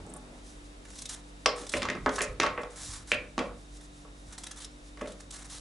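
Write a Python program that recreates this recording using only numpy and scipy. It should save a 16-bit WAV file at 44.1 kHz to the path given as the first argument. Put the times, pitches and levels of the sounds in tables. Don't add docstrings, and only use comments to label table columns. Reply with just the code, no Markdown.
import sys
import numpy as np
from scipy import signal
from scipy.fft import rfft, irfft
from scipy.io import wavfile
from scipy.ndimage import uniform_filter1d

SR = 44100
rng = np.random.default_rng(int(sys.argv[2]) if len(sys.argv) > 2 else 0)


def ratio(d):
    e = np.asarray(d, float) / 20
    return 10 ** e


def transcribe(u):
    v = np.clip(np.atleast_2d(u).T, -1, 1)
    q = np.round(v * 32767).astype(np.int16)
    wavfile.write(sys.argv[1], SR, q)


N = 247309
TIME = np.arange(N) / SR
BOOM_HZ = 760

# (frequency [Hz], level [dB])
AIR_SPECTRUM = [(20, -16), (40, 6), (70, -19), (110, -12.5), (200, -9.5), (450, -9.5), (650, -13),
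                (900, -18.5), (1600, -22), (3100, -24), (3750, -24), (4500, -25), (9000, -27), (11000, -29)]
# (frequency [Hz], level [dB])
AIR_SIDE = [(60, -18), (110, -5), (350, -6), (620, -1.5), (1120, 4.5), (2000, 3.5), (3600, -1), (6500, -5),
            (11000, -2)]
# (frequency [Hz], level [dB rms], wobble [dB])
FRIDGE_LINES = [(49, -50.5, 1), (97.6, -67, 1), (146.2, -62.5, -1), (190.9, -65.5, 4), (248, -68.5, 6.5),
                (294.5, -57.5, 1.5), (336, -74, 1.5)]
# (time [s], level [dB])
CLOTH_DRAG = [
    (0.0, -42.5),
    (0.032, -57),
    (0.116, -50.5),
    (0.162, -47),
    (0.216, -58.5),
    (0.396, -55.5),
    (0.41, -78),
    (0.572, -66),
    (0.6, -85),
]
# (middle [s], length [s], level [dB])
RUBS = [(.5, 0.21, -55.5), (.94, 0.063, -53), (1.07, 0.049, -53), (1.72, 0.23, -51.5), (2.19, .04, -46),
        (2.88, 0.098, -42), (3.07, .04, -59), (3.8, 0.45, -58), (4.2, 0.18, -62), (4.49, 0.18, -51.5),
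        (4.75, 0.2, -61), (1.35, 0.22, -64), (3.3, 0.33, -64.5), (5.35, .3, -58.5), (5.13, 0.16, -53.5),
        (5.61, 0.082, -43)]
# (time [s], level [dB])
THUDS = [(0.01, -45), (.8, -53), (1.01, -56), (1.16, -53), (1.6, -52), (1.8, -37.5), (1.89, -37),
         (2.03, -35), (2.14, -45), (2.31, -36), (2.43, -40), (2.53, -43), (2.88, -40.5), (2.97, -44.5),
         (3.15, -44), (3.4, -47), (3.52, -47), (3.72, -50), (4.279, -47), (4.67, -52.5), (5.06, -47),
         (5.25, -53), (5.55, -49)]
# (time [s], peak [dB], frequency [Hz], length [s])
TICKS = [
    (0.066, -46.5, 7600, 0.00093),
    (0.093, -55, 7800, .002),
    (0.102, -54.5, 8400, 0.0066),
    (0.1384, -33.5, 9160, 0.0009),
    (0.167, -48.5, 8900, 0.0061),
]
# (time [s], peak [dB], brightest [Hz], squeak [dB])
SLIPS = [(0.851, -43, 3810, 0.5), (0.902, -40.5, 7540, -5), (0.9314, -47, 7940, 0),
         (0.955, -37.5, 7700, -8), (0.9864, -30.5, 6000, -16), (1.0181, -27.5, 6700, -24),
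         (1.055, -26.5, 3880, -25), (1.091, -26.5, 7440, -19), (1.666, -32, 3690, -7.5),
         (1.6927, -26, 8350, -19), (1.767, -28, 9200, 6), (1.823, -45, 5000, -6), (2.157, -25, 6240, -8),
         (2.1867, -29, 8000, 7.5), (2.615, -43, 5500, -6), (3.7675, -42, 7900, -13),
         (3.809, -42.5, 3700, -4.5), (1.722, -41, 5450, -8), (.884, -47, 7370, 1), (4.3802, -30, 8150, -8),
         (4.436, -28, 3500, -9.5), (4.4663, -30.5, 4000, -5), (4.511, -29, 3500, -6.5),
         (4.5724, -39, 3600, -6), (4.645, -30, 5380, -22), (5.011, -40, 4130, 12.5),
         (5.057, -47, 3580, 12.5), (5.118, -39, 3780, -6), (5.203, -37, 4630, -6), (5.307, -30, 8300, -15)]
# (start [s], length [s], fine hiss at bite [dB], at end [dB], coarse tear [dB])
STROKES = [(1.095, 0.053, -41, -40, -5), (1.153, 0.051, -55, -59, -8), (1.558, 0.099, -48.5, -51, -5),
           (1.716, 0.066, -37.5, -46.5, -6), (2.215, 0.036, -28, -42.5, -11), (2.257, 0.074, -54, -58, -7),
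           (2.7, 0.12, -55, -60, -10), (2.757, 0.0567, -46.5, -42.5, -7), (2.815, 0.13, -42.5, -44, -8),
           (2.933, 0.099, -46.5, -53.5, -7), (3.072, 0.043, -52, -43.5, -7), (3.112, 0.036, -51, -45.5, 5),
           (4.277, 0.077, -59, -55, -6), (4.322, 0.014, -53, -52, -7.5), (1.772, 0.056, -48, -52, 4),
           (4.558, 0.036, -50.5, -50, -6), (4.6, 0.051, -42, -47.5, -2.5), (5.071, 0.088, -48, -67, -2),
           (5.32, 0.11, -39, -56.5, -7), (5.443, 0.023, -48, -50, -10), (5.497, 0.087, -49.5, -44.5, -4)]
# (frequency [Hz], level [dB per Hz])
FLESH_SPECTRUM = [(1180, -12), (2000, -11.5), (2930, -7.5), (3840, 0), (4410, -2.5), (5780, 1.5),
                  (9930, -2), (11200, -5.5), (11500, -69), (15000, -58), (22000, -120)]
# (frequency [Hz], level [dB per Hz])
SLAP_SPECTRUM = [(2500, 3.5), (3500, 3), (5000, -0.5), (7000, -4), (9000, -13.5), (11500, -18.5)]
# (frequency [Hz], level [dB], t60 [s])
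BOWL_MODES = [(425, 1, 0.11), (481.8, -3.5, 0.15), (515, -3.5, 0.13), (549, -1.5, .12), (599.7, -2, 0.14),
              (625, -3.5, 0.084), (715, -1, 0.083), (856, 1.5, 0.17), (972, -3.5, 0.13), (1111, 1.5, 0.089),
              (1145, -9, 0.14), (1272, 2.5, 0.054), (1543, -2, 0.054), (1697, -3.5, 0.085),
              (1872, -5, 0.07), (1905, -1.5, 0.067), (2020, -7, 0.051), (2076, 2.5, 0.046), (2322, 3, 0.03),
              (2425, 4, 0.02), (2590, 0, 0.027), (3000, -2, 0.033), (3300, -27, .03), (3520, -12, 0.021),
              (3700, -4, 0.034), (4440, 2, .025), (4820, 4, 0.029), (4880, -5, .025), (5350, 0, .012)]
# (frequency [Hz], level [dB], t60 [s])
BOARD_MODES = [(164, -1.5, 0.093), (200, 3, 0.14), (257.5, 0, 0.24), (299.5, 3.5, 0.083),
               (346.6, 2.5, 0.089)]
# (time [s], peak [dB], strongest ring [Hz], wall boom [dB], slap [dB])
LANDINGS = [(1.459, -11.5, 1110, -20, -2.5), (1.7377, -11, 2180, -25, -19), (2.061, -6, 1270, -22, -25),
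            (2.1829, -15, 1420, -21, -17), (2.3995, -17, 2570, -26, 0.5), (2.5769, -17, 1480, -21, -34),
            (3.1175, -10, 2330, -28, -12.5), (3.3796, -17.5, 1065, -15, -14), (4.05, -39.5, 1020, -4, -31),
            (4.973, -41, 1090, -2, -7), (5.013, -22.5, 1320, -8, -24)]
# (time [s], peak [dB], strongest ring [Hz], wall boom [dB], slap [dB])
BOUNCES = [(1.578, -32.5, 1200, -15, -22), (1.635, -39.5, 711, 1.5, -3), (1.8195, -23, 1830, -18, -4),
           (1.829, -24.5, 1160, -25, -2), (1.8528, -24.5, 1110, -13, -8), (1.887, -18, 1870, -14, -15.5),
           (1.9001, -18.5, 1920, -9.5, -9.5), (1.951, -24.5, 1420, -7, -20), (2.092, -25, 1240, -8, -6),
           (2.2074, -17.5, 1870, -12, -14.5), (2.4202, -21, 1940, -4, -6.5), (2.4313, -16.5, 1150, -18, -8),
           (2.4357, -14.5, 1260, -14, -22), (2.4412, -17.5, 1200, -24, -32),
           (2.4638, -15, 1520, -14, -15.5), (2.4126, -22, 2100, -15, -12), (2.4702, -28, 1290, -6, -21),
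           (2.633, -25, 1160, -8, -15.5), (3.1325, -27, 2370, -16, -43), (3.1375, -28, 1950, -8, -40),
           (3.1255, -28, 2240, -13, -42), (3.39, -21, 2380, -23, -7), (3.408, -43, 1120, 15.5, -24),
           (3.494, -36, 950, -18, -25), (4.994, -44, 2330, -17, -6), (5.074, -37, 1110, 5.5, -18)]
# (time [s], peak [dB], strongest ring [Hz], wall boom [dB], fall from that ring [dB per octave])
DRY_KNOCKS = [
    (1.4605, -14, 2130, -39, 60),
    (1.4594, -2.5, 5220, -44, 58),
    (4.974, -38.5, 2100, -32, 40),
    (.067, -43, 890, 3, 21),
    (0.162, -35, 850, -15, 24),
    (0.14, -43, 900, -17, 24),
    (1.4795, -33, 420, 4.5, 12),
]
# (time [s], peak [dB], strongest swing [Hz])
SWINGS = [(1.459, -26, 640), (1.4592, -23, 425), (1.739, -23.5, 540), (2.062, -21.5, 438),
          (2.207, -25, 515), (2.4, -30.5, 434), (2.435, -28, 484), (2.577, -27, 487), (3.118, -28.5, 545),
          (3.392, -26.5, 542), (5.014, -30.5, 518)]
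# (time [s], peak [dB])
ROCKS = [(0.082, -40), (0.108, -41), (0.161, -52), (1.458, -31), (1.601, -36), (1.693, -51), (1.738, -26),
         (1.819, -29), (1.886, -26.5), (1.948, -28), (2.062, -20.5), (2.204, -31), (2.404, -26),
         (2.436, -32.5), (2.461, -52), (2.575, -33.5), (3.12, -32), (3.199, -41), (3.3758, -21.5),
         (3.409, -33), (5.014, -29)]
# (frequency [Hz], t60 [s])
ROOM_T60 = [(125, 0.51), (500, 0.42), (1500, 0.35), (4000, 0.24), (10000, 0.08)]
# (frequency [Hz], level [dB])
ROOM_SIDE = [(60, 5), (200, -10.5), (350, -17.5), (1000, -8), (4000, -7.5), (11000, -6)]


def unit(x):
    return x / np.sqrt(np.mean(x ** 2))


def along(points, hz):
    f, v = np.transpose(points)
    return np.interp(np.log(np.maximum(hz, 1)), np.log(f), v)


def colour(x, points):
    gain = ratio(along(points, np.fft.rfftfreq(len(x), 1 / SR)))
    return irfft(rfft(x) * gain, len(x))


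def band(x, lo_hz, hi_hz):
    sos = signal.butter(2, [lo_hz, min(hi_hz, .45 * SR)], "bandpass", fs=SR, output="sos")
    return signal.sosfilt(sos, x)


def walk(rate_hz):
    k = int(SR / rate_hz)
    held = np.repeat(rng.standard_normal(N // k + 1), k)
    return 1.3 * uniform_filter1d(uniform_filter1d(held, k), k)[:N]


def crackle(size, spread_db):
    clicks = rng.standard_normal(size)
    burst = np.minimum(rng.exponential(size=size), 5.0)
    return unit(clicks * ratio(spread_db * burst))


def pair(mid, side, side_db):
    return mid + ratio(side_db) * side * np.array([[1], [-1]])


def lean(db):
    return ratio(np.array([[-db], [db]]))


def add(out, s, x):
    i = int(s * SR)
    out[..., i:i + x.shape[-1]] += x[..., :N - i]


def swells(events, rest_db, rise_db_per_s, fade_db_per_s):
    s, length, db = np.transpose(events)[:, :, None]
    early = np.maximum(s - length / 2 - TIME, 0)
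    late = np.maximum(TIME - s - length / 2, 0)
    level_db = db - rise_db_per_s * early - fade_db_per_s * late
    return np.maximum(level_db.max(axis=0), rest_db)


def ring(modes, weight_db, luck, t):
    hz, mode_db, t60_s = np.transpose(modes)
    gain = np.sign(luck[0]) * ratio(mode_db + weight_db + 2.0 * np.abs(luck[0]))
    tone = np.sin(2 * np.pi * np.outer(hz * (1 + 0.0028 * luck[1]), t))
    return gain @ (tone * ratio(-60 * t / t60_s[:, None]))


def air():
    total, swell = 0, walk(0.46)
    for hz in 25 * 2 ** np.arange(0, 9, .5):
        mid, side = (colour(band(rng.standard_normal(N), hz / 1.242, hz * 1.25), AIR_SPECTRUM) for _ in range(2))
        total = total + ratio(0.6 * swell + 0.36 * walk(17.0)) * pair(mid, side, along(AIR_SIDE, hz))
    return unit(total) * ratio(-52)


def fridge():
    hum = 0
    for hz, db, wobble_db in FRIDGE_LINES:
        level = np.sqrt(2) * ratio(db + wobble_db * walk(9.))
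        hum = hum + level * np.sin(2 * np.pi * np.cumsum(hz * (1 + 0.0024 * walk(2.71))) / SR)
    whine = ratio(-70.5 + 1.0 * walk(4.8)) * unit(band(rng.standard_normal(N), 3600, 3830))
    return whine + hum * lean(.25)


def cloth_drag():
    level_db = np.interp(TIME, *np.transpose(CLOTH_DRAG), right=-90)
    return unit(band(crackle(N, spread_db=3.5), 140, 730)) * ratio(level_db + 3.1 * walk(40.0))


def finger_rubs():
    level_db = swells(RUBS, rest_db=-69, rise_db_per_s=160, fade_db_per_s=160)
    rustle = unit(colour(crackle(N, spread_db=3.0), FLESH_SPECTRUM))
    return rustle * ratio(level_db - 5.5 + 5.1 * walk(25.09))


def table_thuds():
    events = [(s, 0, db) for s, db in THUDS]
    level_db = swells(events, rest_db=-60, rise_db_per_s=160, fade_db_per_s=112)
    return unit(band(band(rng.standard_normal(N), 12.0, 98), 29, 250)) * ratio(level_db - 3.0)


def blade_ticks(out):
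    t = TIME[:SR // 12]
    for s, db, hz, length_s in TICKS:
        noise = band(band(rng.standard_normal(len(t)), hz / 1.34, hz * 1.3), hz / 1.3, hz * 1.26)
        u = t / length_s
        tick = 1.13 * unit(noise) + np.sin(2 * np.pi * hz * t)
        add(out, s - length_s, ratio(db) * (u * np.exp(1 - u)) ** 2 * tick)


def blade_slips(out, tear, squeak):
    crest_s, lead_s = 0.0075, .004
    t = TIME[:SR // 12]
    u = t / crest_s
    for s, db, bright_hz, squeak_db in SLIPS:
        i = int(s * SR) % (N - len(t))
        cut = tear[i:i + len(t)]
        bright = unit(band(cut, bright_hz / 1.09, bright_hz * 1.02))
        jerk = 0.96 * cut + 0.33 * bright + ratio(squeak_db - 1.0) * squeak[i:i + len(t)]
        add(out, s - lead_s, ratio(db - 8.5) * (u * np.exp(1 - u)) ** 4 * jerk)


def blade_strokes(tear, squeak):
    firm_db, bite_s = -42, 0.0031
    judder = ratio(1.8 * walk(150.) + 1.5 * walk(35.))
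    coarse = unit(band(tear, 2620, 4600))
    fine = unit(band(band(tear, 4650, 12000), 4100, 11300))
    out = np.zeros(N)
    for s, length_s, bite_db, end_db, coarse_db in STROKES:
        db = np.interp(TIME, [s, s + length_s], [bite_db, end_db])
        squeak_db = -9.5 + 0.36 * (firm_db - db)
        edge = np.clip(np.minimum(TIME - s, s + length_s + 0.0043 - TIME) / bite_s, 0, 1)
        out += edge * judder * ratio(db) * (fine + ratio(coarse_db) * coarse + ratio(squeak_db) * squeak)
    return out


def blade():
    tear = unit(colour(crackle(N, spread_db=2.5), FLESH_SPECTRUM))
    squeak = unit(band(band(crackle(N, spread_db=1.5), 650, 2100), 700, 4000))
    out = np.zeros(N)
    blade_ticks(out)
    blade_slips(out, tear, squeak)
    return out + blade_strokes(tear, squeak)


def knocks():
    first = [(*r, max(59.5 + 1.7 * r[-1], 18.5)) for r in LANDINGS]
    again = [(*r, 17) for r in BOUNCES]
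    dry_slap_db = -51
    return sorted(first + again) + [(*r[:-1], dry_slap_db, r[-1]) for r in DRY_KNOCKS]


def wall_knocks(out, hits, spots, slaps):
    t, modes = TIME[:SR // 4], np.array(BOWL_MODES)
    hz = modes[:, 0]
    low, high = hz < BOOM_HZ, hz >= BOOM_HZ
    press = 1 - np.exp(-(t * 3000) ** 2)
    cling = ratio(-6) + (1 - ratio(-6)) * np.exp(-t / 0.003)
    for (s, db, ring_hz, boom_db, slap_db, focus_db), luck in zip(hits, spots):
        alike = np.array([np.abs(luck[0]), luck[1]])
        weight_db = np.where(low, boom_db, -focus_db * np.abs(1.3 * np.log2(hz / ring_hz)) ** 1.5)
        boom = ring(modes[low], weight_db[low], luck[:, low], t)
        rim = ring(modes[high], weight_db[high], alike[:, high], t) * cling
        wall = press * (ratio(-8.0) * rim + ratio(-10.0) * boom * (1 - np.exp(-t / 0.0018)))
        touch_db = np.where(low, boom_db, weight_db / 2)
        touch = ring(modes, touch_db, luck[::-1], t) * np.exp(-t * 450)
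        wall = wall + ratio(-18) * touch
        i = int(s * SR) % (N - len(t))
        slap = ratio(slap_db + 1.5) * slaps[i:i + len(t)]
        knock = wall + slap * (np.exp(-t / 0.0032) + 0.21 * np.exp(-t / 0.0082))
        broad = wall * np.exp(-t * 110) + ratio(-9) * slap * np.exp(-t * 70) + ratio(-16.5) * touch
        add(out, s, ratio(db) * np.array([knock, broad]) * (1 - np.exp(-t / 0.0001)))


def wall_swings(out, spots):
    t, modes = TIME[:SR // 4], np.array(BOWL_MODES)
    low = modes[:, 0] < BOOM_HZ
    rise_s, focus_db_per_octave = 0.0061, 22
    for (s, db, swing_hz), luck in zip(SWINGS, spots):
        weight_db = -focus_db_per_octave * np.abs(np.log2(modes[low, 0] / swing_hz))
        swing = ring(modes[low], weight_db, luck[:, low], t)
        add(out, s, ratio(db) * swing * (1 - np.exp(-(t / rise_s) ** 2)))


def board_rocks(out):
    t = TIME[:SR // 4]
    for s, db in ROCKS:
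        rock = ring(BOARD_MODES, 0, rng.standard_normal((2, len(BOARD_MODES))), t)
        add(out, s, ratio(db - 10.5) * rock * (1 - np.exp(-t / 0.0021)))


def bowl():
    out, hits = np.zeros((2, N)), knocks()
    slaps = unit(colour(crackle(N, spread_db=-4.5), SLAP_SPECTRUM))
    spots = rng.standard_normal((len(hits), 2, len(BOWL_MODES)))
    wall_knocks(out, hits, spots, slaps)
    wall_swings(out, spots[::-1])
    board_rocks(out)
    return band(out, 232, 12000)


def room(x):
    t, tail = TIME[:SR // 2], 0
    for hz in 90 * 2 ** np.arange(0, 7.6, .5):
        mid, side = (band(crackle(len(t), spread_db=2.5), hz / 1.136, hz * 1.275) for _ in range(2))
        tail = tail + pair(mid, side, along(ROOM_SIDE, hz)) * ratio(-60 * t / along(ROOM_T60, hz))
    tail = tail * np.clip((t - .002) / 0.0052, 0, 1)
    tail = tail / np.sqrt(np.sum(tail[0] ** 2))
    return signal.fftconvolve(x[None], tail, axes=1)[:, :N]


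def scene():
    rustle = finger_rubs() + cloth_drag()
    thud = table_thuds()
    hits, broad = bowl()
    near = blade() + rustle
    direct = hits + near
    wet = room(ratio(-5.5) * broad + ratio(-10.0) * near)
    glance = ratio(-13.5) * band(np.roll(direct, SR // 900), 2900, 21000) * np.array([[1], [-1]])
    return (direct + wet) * lean(0.44) + glance + thud * lean(.8) + air() + fridge()


def low_pass(x):
    return signal.sosfilt(signal.butter(12, 12200, fs=SR, output="sos"), x)


def record(dry):
    rounded = np.tanh(0.71 * dry) / 0.89
    top = signal.ellip(10, .2, 62, 11180, fs=SR, output="sos")
    return low_pass(signal.sosfilt(top, rounded))


dry = scene()
out = record(dry)
transcribe(out)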